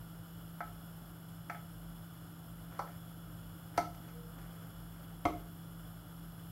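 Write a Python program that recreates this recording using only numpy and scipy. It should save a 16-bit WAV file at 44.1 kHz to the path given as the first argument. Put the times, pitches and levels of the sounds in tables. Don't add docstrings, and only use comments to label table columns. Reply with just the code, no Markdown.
import sys
import numpy as np
from scipy import signal
from scipy.fft import rfft, irfft
from scipy.io import wavfile

SR = 44100
rng = np.random.default_rng(int(sys.argv[2]) if len(sys.argv) > 2 else 0)


def log_audio(samples):
    frames = np.atleast_2d(samples).T
    limited = np.clip(frames, -1, 1)
    pcm = np.round(limited * 32767).astype(np.int16)
    wavfile.write(sys.argv[1], SR, pcm)


N = 287091
TIME, FREQS = np.arange(N) / SR, np.fft.rfftfreq(N, 1 / SR)


def gain_of(db):
    return 10 ** (np.asarray(db) / 20)


def evened(x):
    return x / np.sqrt(np.mean(x ** 2) + 1e-20)


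def read(points, hz):
    point_hz, value = np.transpose(points)
    return np.interp(np.log(hz + 1), np.log(point_hz + 1), value)


def add(mix, start_s, sound):
    part = mix[round(start_s * SR):][:len(sound)]
    part += sound[:len(part)]


def noise(gain):
    return evened(irfft(rfft(rng.standard_normal(N)) * gain, N))


def drift(rate_hz):
    return noise(np.exp(-(FREQS / rate_hz) ** 2))


def envelope(t, attack_s, hold_s, release_s):
    rise = np.clip(t / attack_s, 0, 1)
    fall = np.clip(1 - (t - attack_s - hold_s) / release_s, 0, 1)
    return rise * fall


# frequency in Hz, relative density in dB per Hz.
RUMBLE_COLOUR = [(20, -27), (35, -35), (48, 5.5), (65, -11), (85, -5.5), (112, 2), (140, -3.5), (200, -11),
                 (255, -13), (300, -5.5), (380, -21.5), (600, -27.5), (2000, -48)]
# frequency in Hz, relative density in dB per Hz.
FLAME_COLOUR = [(100, -13), (450, -3.5), (680, 0), (1050, -4.5), (1380, 1.5), (1900, -14), (2550, -19.5),
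                (4400, -17.5), (6100, -24.5), (7300, -27), (10400, -29), (12000, -15), (14100, -40),
                (15600, -20.5)]
# centre in Hz, nominal width in Hz, relative peak in dB.
JET_RESONANCES = [(2994, 304, -6.5), (3390, 142, -3.5), (5237, 380, -12), (7030, 500, -14.5),
                  (7590, 240, -14.5), (8490, 310, -13), (9560, 1100, -17), (9810, 270, -8.5),
                  (10900, 115, -7.5), (11270, 320, -5.5), (12200, 510, -3.5), (13240, 180, -6.5),
                  (12300, 290, -34), (16200, 1150, -9)]


def burner(hiss_db=-58.5, rumble_db=-55, flutter_db=.5, flutter_hz=25):
    power = gain_of(read(FLAME_COLOUR, FREQS)) ** 2
    for centre_hz, width_hz, db in JET_RESONANCES:
        detune = (FREQS - centre_hz) / (0.82 * width_hz)
        power = power + gain_of(db) ** 2 / (1 + detune ** 2) ** 3
    hiss = noise(np.sqrt(power)) * gain_of(hiss_db + flutter_db * drift(flutter_hz))
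    rumble = gain_of(rumble_db) * noise(gain_of(read(RUMBLE_COLOUR, FREQS)))
    return hiss + rumble


# frequency in Hz, level in dB rms, unsteadiness as a share of amplitude.
HUM_TONES = [(48.9, -60.5, 0.16), (99.8, -65, 0.23), (118.6, -65, 0.24), (167.1, -51.5, 0.12)]


def hum(waver_hz=9):
    out = np.zeros(N)
    for hz, db, unsteady in HUM_TONES:
        swing = 1 + unsteady * (drift(waver_hz) + 1j * drift(waver_hz))
        carrier = np.exp(2j * np.pi * (hz * TIME + rng.random()))
        out += gain_of(db) * evened((swing * carrier).real)
    return out


RESTING_DB = -74
STROKE_ATTACK_S, STROKE_RELEASE_S, STROKE_SAG_DB_PER_S = 0.03, 0.086, 20
# start in seconds, length in seconds (attack and
# release set the minimum), level in dB before the sag.
STROKES_OF_BLADE = [(2.699, 0.1, -58.5), (2.85, 0.1, -59), (3.703, 0.18, -59), (4.02, 0.16, -64),
                    (4.351, 0.37, -63), (4.9, 0.63, -71.5)]


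def pressure():
    level = gain_of(RESTING_DB) * np.ones(N)
    for start_s, length_s, db in STROKES_OF_BLADE:
        t = np.maximum(TIME - start_s, 0)
        hold_s = max(length_s - STROKE_ATTACK_S - STROKE_RELEASE_S, 0)
        shape = envelope(t, STROKE_ATTACK_S, hold_s, STROKE_RELEASE_S)
        level += gain_of(db - STROKE_SAG_DB_PER_S * t) * shape
    return level


# frequency in Hz, relative density in dB per Hz.
SLIDE_COLOUR = [(100, -4), (400, 2.5), (700, 2), (1000, -4.5), (1350, 4.5), (1650, -1.5), (2200, -6),
                (3000, -20), (6000, -20.5), (16000, -22)]


def scrape(grains_per_s=900):
    slips = (rng.random(N) < grains_per_s / SR) * rng.standard_normal(N)
    rub = evened(irfft(rfft(slips) * gain_of(read(SLIDE_COLOUR, FREQS)), N))
    return rub * pressure()


def burst(gain, t, t60_s):
    fade = gain_of(-60 * t / t60_s)
    phase = np.angle(rfft(rng.standard_normal(len(t)) * fade))
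    chatter = irfft(gain * np.exp(1j * phase), len(t)) * np.sqrt(np.sqrt(fade))
    return chatter * np.linalg.norm(fade) / np.linalg.norm(chatter)


def ring(modes, t):
    return sum(gain_of(db - 60 * t / t60_s) * np.sin(2 * np.pi * hz * t) for hz, db, t60_s in modes)


# frequency in Hz, relative density in dB per Hz.
EDGE_COLOUR = [(200, -12), (1500, 3), (3200, -1), (3900, -1), (4500, 7.5), (5300, 2.5), (5850, 6),
               (6800, -2.5), (11000, -4), (16000, -12)]
# frequency in Hz, relative level in dB, t60 in s.
FLOOR_MODES = [(629, -8.5, 0.2), (706.7, 1.5, 0.2), (697, -17.5, 0.56), (2090, -12, 0.1), (2144, -20, 0.11),
               (2135, -10, 0.066)]
# frequency in Hz, relative level in dB, t60 in seconds.
WALL_MODES = [(811, -6, 0.18), (843, -8.5, 0.19), (1297, -4, 0.17), (1325, -5.5, 0.24), (1339, -8, 0.27),
              (1462, 1, 0.04), (1550, -4, 0.049), (1660, -20, 0.11), (1834, -13, 0.099), (2010, -12, 0.079),
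              (2280, -13.5, 0.084)]
# frequency in Hz, relative level in dB, t60 in seconds.
GRATE_MODES = [(46, -19, .6), (88.3, -6.5, 0.16), (244, -27, 0.067), (308, 1.5, 0.12), (310, -24, 0.048),
               (387, -5.5, 0.13), (579, -9, 0.17), (590, -26, .13), (1174, -29, 0.11)]


def knock(clack_db, low_hz, high_hz, floor_db, wall_db, grate_db, tick_db,
          clack_t60_s=0.032, tick_t60_s=0.048, rise_s=0.0013, tick_rise_s=0.0013, size=17640):
    t, hz = np.arange(size) / SR, np.fft.rfftfreq(size, 1 / SR)
    band = 1 / np.sqrt((1 + (low_hz / (hz + 1)) ** 14) * (1 + (hz / high_hz) ** 20))
    push = 1 - np.exp(-(t / rise_s) ** 2)
    clack = gain_of(clack_db) * burst(band, t, clack_t60_s)
    tick = gain_of(tick_db) * burst(gain_of(read(EDGE_COLOUR, hz)), t, tick_t60_s)
    tick = tick * (1 - np.exp(-t / tick_rise_s))
    floor = gain_of(floor_db) * ring(FLOOR_MODES, t)
    wall = gain_of(wall_db) * ring(WALL_MODES, t)
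    grate = gain_of(grate_db) * ring(GRATE_MODES, t)
    return push * clack + tick, push * (floor + wall + grate)


# start in seconds, blade clack in dB, lower and upper edge of the clack
# in Hz, pan floor in dB, pan wall in dB, grate thud in dB, edge tick in dB.
BLOWS = [(0.6050, -38.5, 860, 1980, -39.5, -37.5, -55, -61),
         (1.4972, -31, 1140, 2180, -43, -39, -72, -52.5), (1.546, -45, 1290, 2180, -46.5, -49, -70, -75),
         (2.791, -28.5, 500, 1350, -43, -40, -50, -47.5), (2.874, -47, 600, 2010, -57, -64, -75, -72),
         (3.7756, -34, 1200, 2400, -52, -45, -74, -35), (3.7786, -23, 764, 800, -27.5, -31.5, -34.5, -47),
         (3.946, -56, 800, 3000, -75, -58, -77, -59.5), (4.085, -57, 1000, 2800, -62, -60, -66, -60),
         (5.2523, -34.5, 1900, 3260, -50, -58, -54, -45), (5.2531, -20, 490, 1280, -25, -45, -27, -44)]


def spatula_blows():
    blade, metal = np.zeros(N), np.zeros(N)
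    for start_s, *blow in BLOWS:
        clack, clang = knock(*blow)
        add(blade, start_s, clack)
        add(metal, start_s, clang)
    return blade, metal


SQUEAK_START_S, SQUEAK_HZ, SQUEAK_RISE_HZ_PER_S, SQUEAK_DB = 4.12, 476, 23, -58.5
SQUEAK_ATTACK_S, SQUEAK_HOLD_S, SQUEAK_RELEASE_S = 0.035, 0.093, 0.1


def squeak():
    t = TIME - SQUEAK_START_S
    level = gain_of(SQUEAK_DB) * envelope(t, SQUEAK_ATTACK_S, SQUEAK_HOLD_S, SQUEAK_RELEASE_S)
    cycles = np.cumsum(SQUEAK_HZ + SQUEAK_RISE_HZ_PER_S * t) / SR
    return level * np.sin(2 * np.pi * cycles)


# frequency in Hz, t60 in seconds.
ROOM_DECAY = [(100, 0.75), (700, 0.28), (2000, 0.29), (6000, 0.32), (15000, 0.19)]


def kitchen(x, wet_db, first_s=.005, size=22050):
    hz, t, z = signal.stft(rng.choice([-1., 1.], size), SR, nperseg=256)
    fade = gain_of(-60 * t / read(ROOM_DECAY, hz)[:, None])
    tail = signal.istft(z * fade, SR, nperseg=256)[1]
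    tail = np.concatenate([np.zeros(round(first_s * SR)), tail])
    return x + gain_of(wet_db) * signal.fftconvolve(x, tail / np.linalg.norm(tail))[:N]


def scene():
    background = burner() + hum()
    blade_blows, metal_blows = spatula_blows()
    blade = scrape() + blade_blows
    pan = squeak() + metal_blows
    return (kitchen(blade, wet_db=-4.5) + kitchen(pan, wet_db=-8.5) + background)[None]


EDGE_HZ = 15800


def record(dry):
    lowpass = signal.firwin(511, EDGE_HZ, window=("kaiser", 9), fs=SR)
    return signal.oaconvolve(dry, lowpass[None], "same")


dry = scene()
out = record(dry)
log_audio(out)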